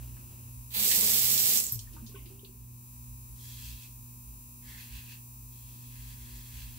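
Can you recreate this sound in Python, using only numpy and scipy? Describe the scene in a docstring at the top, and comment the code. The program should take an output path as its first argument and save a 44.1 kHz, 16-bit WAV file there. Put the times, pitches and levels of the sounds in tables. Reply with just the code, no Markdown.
"""Low house rumble, a dull rustle and a lamp's mains-rate buzz and hum are heard first, in a small bathroom.
A tap then sprays into the basin for a second, shuts with a knock and a spit, drips and drains.
Last, a razor scrapes in short pulls through stubble.
Water and blade are filtered noise and damped resonances, the last drops and the razor with a tiled room's tail;
the buzz is a Fourier series on the mains, and rumble, air and rustle are shaped noise."""
import sys
import numpy as np
from scipy import signal
from scipy.fft import rfft, irfft, next_fast_len
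from scipy.io import wavfile
from scipy.ndimage import uniform_filter1d

SR = 44100
rng = np.random.default_rng(int(sys.argv[2]) if len(sys.argv) > 2 else 0)


def generate_wav(sig):
    """Save sig (samples, or channels by samples) to the path in sys.argv[1] as 16-bit PCM at SR."""
    pcm = np.round(np.clip(np.atleast_2d(sig).T, -1, 1) * 32767).astype(np.int16)
    wavfile.write(sys.argv[1], SR, pcm)


def invert_db(level):
    """Linear amplitude ratio for a level in decibels (20 dB per decade), elementwise."""
    return 10 ** (np.asarray(level, dtype=float) / 20)


N = 298998  # samples
T = np.arange(N) / SR
TOP_HZ = 15750  # upper limit of the buzz and of the whole sound


def on_hz(table, hz):
    """Log-frequency interpolation of a (frequency [Hz], value) table."""
    f, v = np.transpose(table)
    return np.interp(np.log(np.maximum(hz, 1)), np.log(f), v)


def shape(x, table):
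    """Spectral filtering by a (frequency [Hz], gain [dB]) table."""
    size = next_fast_len(x.shape[-1])
    gain = invert_db(on_hz(table, np.fft.rfftfreq(size, 1 / SR)))
    return irfft(rfft(x, size) * gain, size)[..., :x.shape[-1]]


def unit(x):
    """Normalisation to rms 1."""
    return x / np.sqrt(np.mean(x ** 2))


def walk(rate):
    """Slow random modulation: levels held 1 / rate s and slewed twice, spread near 1."""
    k = int(SR / rate)
    held = np.repeat(rng.standard_normal(N // k + 1), k)
    return 1.42 * uniform_filter1d(uniform_filter1d(held, k), k)[:N]


def pair(alike):
    """Interaural coherence: left and right noise with a shared part."""
    a, b = rng.standard_normal((2, N))
    return np.array([a, alike * a + np.sqrt(1 - min(alike, 1) ** 2) * b])


def grains(rate, spread_db, grain_s):
    """Shot noise: a gate of random tiny bursts of very unequal size, decaying with time constant grain_s."""
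    size = invert_db(spread_db * np.minimum(rng.exponential(size=N), 4))
    hits = (rng.random(N) < rate / SR) * size
    return unit(signal.lfilter([1], [1, -np.exp(-1 / (grain_s * SR))], hits))


def rings(x, modes):
    """Modal superposition of (frequency [Hz], width [Hz], level [dB]) resonances."""
    return sum(invert_db(db) * signal.lfilter(*signal.iirpeak(hz, hz / width, fs=SR), x) for hz, width, db in modes)


def curve(table):
    """Linear interpolation of a (time [s], level [dB]) table at every sample."""
    return np.interp(T, *np.transpose(table))


def spell(start, length, attack_s, release_db_per_s):
    """Envelope: gain rises from start, holds until length has passed, then decays exponentially."""
    rise = np.clip((T - start) / attack_s, 0, 1)
    return rise * invert_db(-release_db_per_s * np.maximum(T - start - length, 0))


# slow swell of the deep boom: (time [s], level [dB])
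RUMBLE = [(0, -46.5), (.4, -54.5), (1.0, -54.5), (1.6, -64), (1.87, -46.5), (2.32, -53), (2.8, -56),
          (3.7, -51.5), (4.6, -56), (4.9, -49.5), (5.3, -54), (6.0, -50.5), (6.78, -43.5)]
# spectra of the deep and the upper boom: (frequency [Hz], relative level [dB])
RUMBLE_TONE = [
    [(20, -41), (35, -26), (48, 6.5), (60, 8), (75, -17), (110, -41.5)],
    [(55, -37), (75, 5), (88, 17), (105, 8.5), (150, -41.5)],
]
UPPER_BOOM_DB, UPPER_FADE_DB_PER_S, BOOM_WAVER_DB = -57, -1.2, 1.5
# spectrum of room air and microphone hiss: (frequency [Hz], level [dB])
AIR = [(90, -97.5), (200, -83), (380, -99), (650, -112), (980, -102), (1500, -124), (2000, -118),
       (2600, -106), (3200, -121), (4500, -119), (7000, -114), (9000, -106), (15800, -102)]
# stereo spread of the air, the bass alike at both ports: (frequency [Hz], side re mid [dB])
AIR_SIDE = [(150, -6), (400, -2), (900, 1)]
# spells of dull rustle from a moving body: (start [s], length [s], level [dB])
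RUSTLE = [(0, 0.38, -59.5), (.37, .33, -67.5), (1.9, .4, -58), (2.298, 0.11, -75), (3.7, 0.18, -74),
          (4.25, 0.5, -68), (5.656, 0.33, -68), (6.227, .2, -70), (6.58, 0.18, -86)]
# spectrum of the rustle: (frequency [Hz], relative level [dB])
RUSTLE_TONE = [(120, 1), (250, 8.5), (450, -9), (800, -13), (1500, -22), (2100, -22), (2700, -6.5),
               (3300, -20), (4500, -19)]
RUSTLE_ATTACK_S, RUSTLE_RELEASE_DB_PER_S = 0.04, 156


def house():
    """Broadband noise shaped by transmission: two room booms through the walls, faint air and a dull rustle."""
    deep, upper = (unit(shape(pair(0.93), tone)) * invert_db(BOOM_WAVER_DB * walk(8)) for tone in RUMBLE_TONE)
    deep = deep * invert_db(curve(RUMBLE))
    upper = upper * invert_db(UPPER_BOOM_DB + UPPER_FADE_DB_PER_S * T)
    rumble = (deep + upper) * invert_db([[-1.0], [1.0]])  # leans right

    mid, side = rng.standard_normal((2, N))
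    hiss = mid + shape(side, AIR_SIDE) * [[1], [-1]]
    air = shape(hiss, [(40, -140)] + AIR) * np.sqrt(SR) / 2  # converts density to amplitude

    moving = sum(invert_db(db) * spell(start, length, RUSTLE_ATTACK_S, RUSTLE_RELEASE_DB_PER_S)
                 for start, length, db in RUSTLE)
    rustle = unit(shape(pair(0.7), RUSTLE_TONE)) * moving * invert_db(2.0 * walk(17))
    return rumble + air + rustle


MAINS_HZ = 60.024
# spectra of the buzz at even and at odd mains multiples: (frequency [Hz], nominal level [dB rms])
EVEN = [(600, -105), (1100, -113), (1800, -106.5), (2500, -88), (3200, -134), (4000, -90), (6000, -102),
        (7600, -86.5), (9000, -75), (10400, -75.5), (13000, -71), (15600, -71)]
ODD = [(600, -105), (1100, -93), (1800, -100), (2500, -81), (3200, -98), (4000, -81), (4700, -84.5),
       (6500, -79), (8300, -77), (9000, -90), (10400, -91), (11500, -110), (13000, -84), (14300, -83),
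       (15700, -81)]
# stereo balance of the buzz: (frequency [Hz], left minus right [dB])
BUZZ_PAN = [(1000, -5.5), (4500, 5), (7000, -1.5), (8200, -3.5), (9800, 11), (12500, -2.5), (15500, 3)]
# whines that stand out of the buzz, before the sag:
# (mains multiple [1], left level [dB rms], right level [dB rms], phase by which left leads [rad])
WHINES = [(14, -83, -82, 1.2), (16, -66, -73, -2.9), (17, -82, -80, 0.6), (18, -71, -77, -3.1),
          (19, -79, -83, 2.9), (20, -77, -81, 3.1), (21, -81, -95, 3.0), (22, -83, -83, 3.0),
          (42, -81, -79, -0.2), (48, -81, -90, -2.4), (79, -75, -101, -0.7), (93, -74, -84, 1.8),
          (99, -74, -80, 0.8), (101, -74, -92, -0.6), (109, -68, -75, 3.0), (113, -71, -75, 2.8),
          (115, -82, -75, -1.5), (127, -78, -75, -2.1), (129, -84, -73, -2.6), (131, -78, -75, -1.2),
          (133, -80, -72, -2.4), (138, -90, -72, 2.7), (168, -66, -81, 0.4), (170, -65, -76, -3.1),
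          (172, -68, -80, -0.6), (180, -67, -72, -1.5), (186, -67, -76, 2.6), (212, -71, -68, -0.2),
          (218, -63, -67, 1.6), (234, -67, -70, -0.6), (252, -66, -75, -1.1), (259, -69, -67, 0.2)]
# hum harmonics: (mains multiple [1], nominal level [dB rms])
HUM = [(2, -52), (4, -62.5), (6, -81)]
# buzz and hum sag for a while after the tap runs: (time [s], level [dB])
LAMP = [(0, 0.1), (1.0, 1), (2.2, -2.5), (2.65, -3.5), (2.95, 0.27), (6.78, 0.7)]
BUZZ_TAIL_S, BUZZ_START_S = 0.092, 0.0081  # 60 dB decay of the rattle; phase origin of the cycle


def lamp():
    """Fourier series: a dying rattle repeats exactly each mains cycle, even and odd multiples levelled apart."""
    size = 8192  # samples in the stored cycle
    k = np.arange(size // 2 + 1)  # mains multiple
    hz = k * MAINS_HZ
    # four cycles of dying rattle overlap in one cycle
    t = np.arange(4 * size) / size / MAINS_HZ
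    decay = rng.standard_normal((2, 4 * size)) * invert_db(-60 * t / BUZZ_TAIL_S)
    rattle = rfft(decay.reshape(2, -1, size).sum(axis=1))

    db = np.where(k % 2, on_hz(ODD, hz), on_hz(EVEN, hz))
    db = db + on_hz(BUZZ_PAN, hz) * np.array([[0.5], [-0.5]])
    lines = rattle / np.sqrt(np.mean(np.abs(rattle) ** 2)) * invert_db(db) * (hz < TOP_HZ) * (k > 6)
    for order, left_db, right_db, lead in WHINES:
        angle = np.angle(lines[0, round(order)]) - np.array([0, lead])
        lines[:, round(order)] = invert_db([left_db, right_db]) * np.exp(1j * angle)

    phase = ((T - BUZZ_START_S) * MAINS_HZ) % 1
    cycles = irfft(lines) * size / np.sqrt(2)  # line magnitude becomes rms
    buzz = np.array([np.interp(phase * size, np.arange(size), ear) for ear in cycles])
    hum = sum(np.sqrt(2) * invert_db(db + 2.1 * walk(5)) * np.sin(2 * np.pi * (order * phase + rng.random()))
              for order, db in HUM)
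    return (buzz + hum * invert_db([[-0.8], [0.8]])) * invert_db(curve(LAMP))


ROOM_T60_S, ROOM_DB = 0.17, -3


def room(x):
    """Reverberation: tiled walls add a dense exponential tail, different at each ear."""
    t = T[:SR // 2]
    tail = rng.standard_normal((2, len(t))) * invert_db(-60 * t / ROOM_T60_S) * (t > 0.004)
    tail = tail / np.sqrt(np.sum(tail[0] ** 2))
    return x + invert_db(ROOM_DB) * signal.fftconvolve(x, tail, axes=1)[:, :N]


# drops and spits, each a short splat:
# (time [s], level before a common 3.5 dB cut [dB], centre [Hz], width [octaves], 60 dB decay [s])
DROPS = [(.165, -54, 1500, 1.9, 0.073), (0.913, -21, 3850, 2.27, 0.088), (1.007, -22, 8200, .4, .04),
         (1.378, -18, 5000, 1.1, 0.027), (1.573, -12, 7000, 0.89, 0.014), (1.6, -19, 8950, 0.52, .02),
         (1.639, -21.5, 7400, 0.31, 0.027), (1.666, -22, 7400, 0.28, 0.017),
         (1.722, -16.5, 13100, 0.27, 0.022), (1.728, -25, 12600, 1, 0.019),
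         (1.791, -30.5, 5500, 1.7, 0.031), (1.932, -50, 6300, 2.7, 0.12), (1.964, -51, 1270, 0.65, 0.081),
         (2.063, -47.5, 4700, 1.06, 0.15), (2.095, -49, 12500, 0.36, .05), (2.151, -51.5, 2600, 0.71, 0.27),
         (2.228, -48, 12600, .4, .04), (2.257, -52.5, 3280, 1.25, 0.13), (2.393, -46, 3360, 0.32, .02),
         (2.447, -43, 3560, 0.79, 0.039)]
# plops, air pockets in the drain and the valve knock in the pipe:
# (time [s], level [dB], starting frequency [Hz], 60 dB decay [s])
GLUGS = [(1.722, -34.5, 118, 0.12), (1.755, -35.5, 109, 0.27), (1.872, -51, 1800, 0.039),
         (1.93, -56, 317, 0.44), (1.962, -51.5, 916, 0.087), (1.968, -56, 1210, 0.098),
         (2.116, -60, 1060, 0.074), (2.145, -54, 1504, 0.071), (2.159, -45, 1070, 0.045),
         (1.998, -58, 126, 0.31), (2.021, -44, 225, 0.18), (2.09, -55.5, 423, .1),
         (2.142, -44.5, 397, 0.15), (2.25, -49.5, 234, 0.1), (2.262, -50.5, 339, 0.16),
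         (2.3, -53.5, 379, 0.29), (2.431, -46, 397, 0.086), (2.49, -50, 370, 0.068),
         (2.546, -59, 398, 0.078)]


def drops():
    """Impact noise and bubble resonance: drops are sudden dying noise bands, glugs damped air pockets."""
    out, t = np.zeros((2, N + SR)), T[:SR // 3]
    for s, db, hz, octaves, t60 in DROPS:
        band = [(hz * 2 ** (-octaves / 2 - 0.3), -30), (hz * 2 ** (-octaves / 2), 0),
                (hz * 2 ** (octaves / 2), 0), (hz * 2 ** (octaves / 2 + 0.31), -30)]
        splat = unit(shape(rng.standard_normal((2, len(t))), band))
        opening = np.minimum(t * hz / 6, 1)  # low drops open slower
        first = int(s * SR)
        out[:, first:first + len(t)] += invert_db(db - 3.5 - 60 * t / t60) * splat * opening
    for s, db, hz, t60 in GLUGS:
        # the pocket shrinks, so it glides up
        ring = np.sin(2 * np.pi * hz * (t + 0.26 * t ** 2)) * np.minimum(t / 0.0035, 1)
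        first = int(s * SR)
        out[:, first:first + len(t)] += invert_db(db - 60 * t / t60) * ring
    return out[:, :N]


# tap flow: (time [s], spray level [dB])
TAP = [(0.705, -51), (0.73, -45), (0.748, -34), (0.78, -29), (0.86, -23), (1.58, -23), (1.66, -35.5),
       (1.75, -39), (1.79, -52), (1.83, -51), (1.9, -68)]
# spectrum of the spatter: (frequency [Hz], relative level [dB])
SPRAY = [(530, -21), (900, -17.5), (1010, -24.5), (1490, -21.5), (2190, -12), (4130, -5.5), (6510, -6),
         (7980, -3), (9780, -11.5), (11400, -0.5), (15800, -1)]
# stereo balance of the spatter; half is given to each side: (frequency [Hz], left minus right [dB])
SPRAY_PAN = [(60, -3), (110, 7), (200, 7), (380, -3), (700, 0), (1290, -2), (2380, 0.5), (4400, 0),
             (8120, -4), (15000, -6.5)]
# basin resonances: (frequency [Hz], width [Hz], relative level [dB])
BASIN = [(211.4, 16.3, 1.5), (411, 38, -8), (943, 18, -16.5), (1118, 10, -11)]
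SPLASH_LAG = 5  # samples by which the left port hears the bowl late
TAP_OPEN_S, TAP_SHUT_S = 0.777, 1.53
SPLASH_DB, DRONE_DB = -9, -26.5  # base gains re spray
DRY_BOWL_DB, WETTING_S = 8.5, 0.075  # the first water slaps a dry bowl harder until a film forms
THINNING_DB, THINNING_S = -6, 0.21  # a closing valve leaves fine mist and little splash


def tap():
    """Droplet impact noise and forced resonance: a jet spatters on the bowl, which drones under the stream."""
    wetting = DRY_BOWL_DB * np.exp(-np.maximum(T - TAP_OPEN_S, 0) / WETTING_S)
    thinning = THINNING_DB * np.clip((T - TAP_SHUT_S) / THINNING_S, 0, 1)
    splash_db = SPLASH_DB + wetting + thinning

    left, right = pair(0.28) * (1 + 0.35 * grains(1500, 3.5, 0.001))
    pan = np.array(SPRAY_PAN) * [1, 0.5]
    left = shape(np.roll(left, SPLASH_LAG), pan)
    right = shape(right, pan * [1, -1])
    spatter = shape(np.array([left, right]), SPRAY)
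    spray = shape(spatter, [(3800, -16.0), (5200, 2), (16000, -3.5)])
    splash = unit(spatter - spray) * invert_db(splash_db + walk(40))  # what the treble spray leaves over

    stream = pair(0.93) * (1 + 0.6 * grains(160, 3.0, 0.0044))
    drone = unit(rings(stream, BASIN)) * invert_db(2 * walk(20.3))
    murmur = shape(pair(0.67), [(120, -30), (200, -14), (500, 10.5), (1000, -12), (2000, -10.0)])
    drone = drone + 0.63 * unit(murmur)

    running = (T > TAP[0][0]) & (T < TAP[-1][0])
    spray = unit(spray) * invert_db(0.5 * walk(80.4))
    return running * invert_db(curve(TAP)) * (spray + splash + invert_db(DRONE_DB) * drone)


# razor pulls, levels at mid-stroke:
# (start [s], length [s], middle ring [dB], low ring re middle [dB], bright rasp re middle [dB])
STROKES = [(3.344, 0.093, -77.5, 1, 23), (3.414, 0.18, -64, -4.5, 13), (3.594, 0.23, -61, -7.5, 9.5),
           (4.608, .14, -63.5, 5, 10), (4.752, 0.37, -59, -5.5, 4), (5.496, .42, -72.5, -6, 10),
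           (5.897, 0.13, -66.5, -0.5, 9), (6.012, .11, -64.5, -2.5, 10), (6.16, 0.14, -64.5, 0, 9),
           (6.303, .18, -68.5, 0, 12), (6.481, 0.2, -60, -3.5, 7), (6.69, 0.11, -68, -8, 8.5)]
# spectrum of the rasp: (frequency [Hz], relative level [dB])
RASP = [(3500, -21), (5200, 0.5), (8000, 1.5), (9500, -5.5), (12000, 0.5), (15800, 1.5)]
# the razor head's low, middle and high rings, each group passed twice:
# (frequency [Hz], width per pass [Hz], relative level per pass [dB])
HEAD = [
    [(1040, 350, -2.5), (1750, 490, 2), (2060, 310, 1.5)],
    [(2310, 260, -16), (2656, 460, 1)],
    [(3334, 350, 0), (4070, 1800, 1)],
]
# the head tips forward along a stroke: one column, (change from start to end [dB]),
# with rows for the low, middle and high ring and the rasp
TIP_DB = [2.5, 3.5, 2.5, 1.5]
STROKE_ATTACK_S, STROKE_RELEASE_DB_PER_S = 0.06, 212
HIGH_RING_DB, HIGH_PER_RASP = -4, 0.74  # high ring re middle, and its rise per dB of rasp
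DRAG_DB = 1.5  # unevenness of the pull


def razor():
    """Impulsive excitation of modes: hairs snap in a dense crackle; the head's angle decides which rings sound."""
    gains = 0
    for start, length, db, low_db, rasp_db in STROKES:
        tip = np.clip((T - start) / length, 0, 1) - 0.5
        high_db = HIGH_RING_DB + HIGH_PER_RASP * rasp_db
        mix_db = np.array([[low_db], [0], [high_db], [rasp_db]]) + np.outer(TIP_DB, tip)
        gains = gains + invert_db(db + mix_db) * spell(start, length, STROKE_ATTACK_S, STROKE_RELEASE_DB_PER_S)

    snaps = pair(0.46) * (1.2 + grains(2600, 1.3, 0.00054))
    layers = [unit(rings(rings(snaps, group), group)) * invert_db(0.2 * walk(25)) for group in HEAD]
    layers.append(unit(shape(snaps, RASP)))
    return invert_db(DRAG_DB * walk(22)) * sum(gain * layer for gain, layer in zip(gains, layers))


def scene():
    """Linear superposition: the dry tap, drops and razor in the room's tail, and the steady background."""
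    return tap() + room(drops() + razor()) + lamp() + house()


def low_pass(x):
    """Removes everything above the highest recorded frequency."""
    return signal.sosfilt(signal.butter(12, 17000, fs=SR, output="sos"), x)


def record(dry):
    """Band limiting: the camera's steep low-pass cuts the top."""
    cut = shape(dry, [(TOP_HZ - 40, 0), (TOP_HZ + 60, -70)])
    return low_pass(cut)


dry = scene()
out = record(dry)
generate_wav(out)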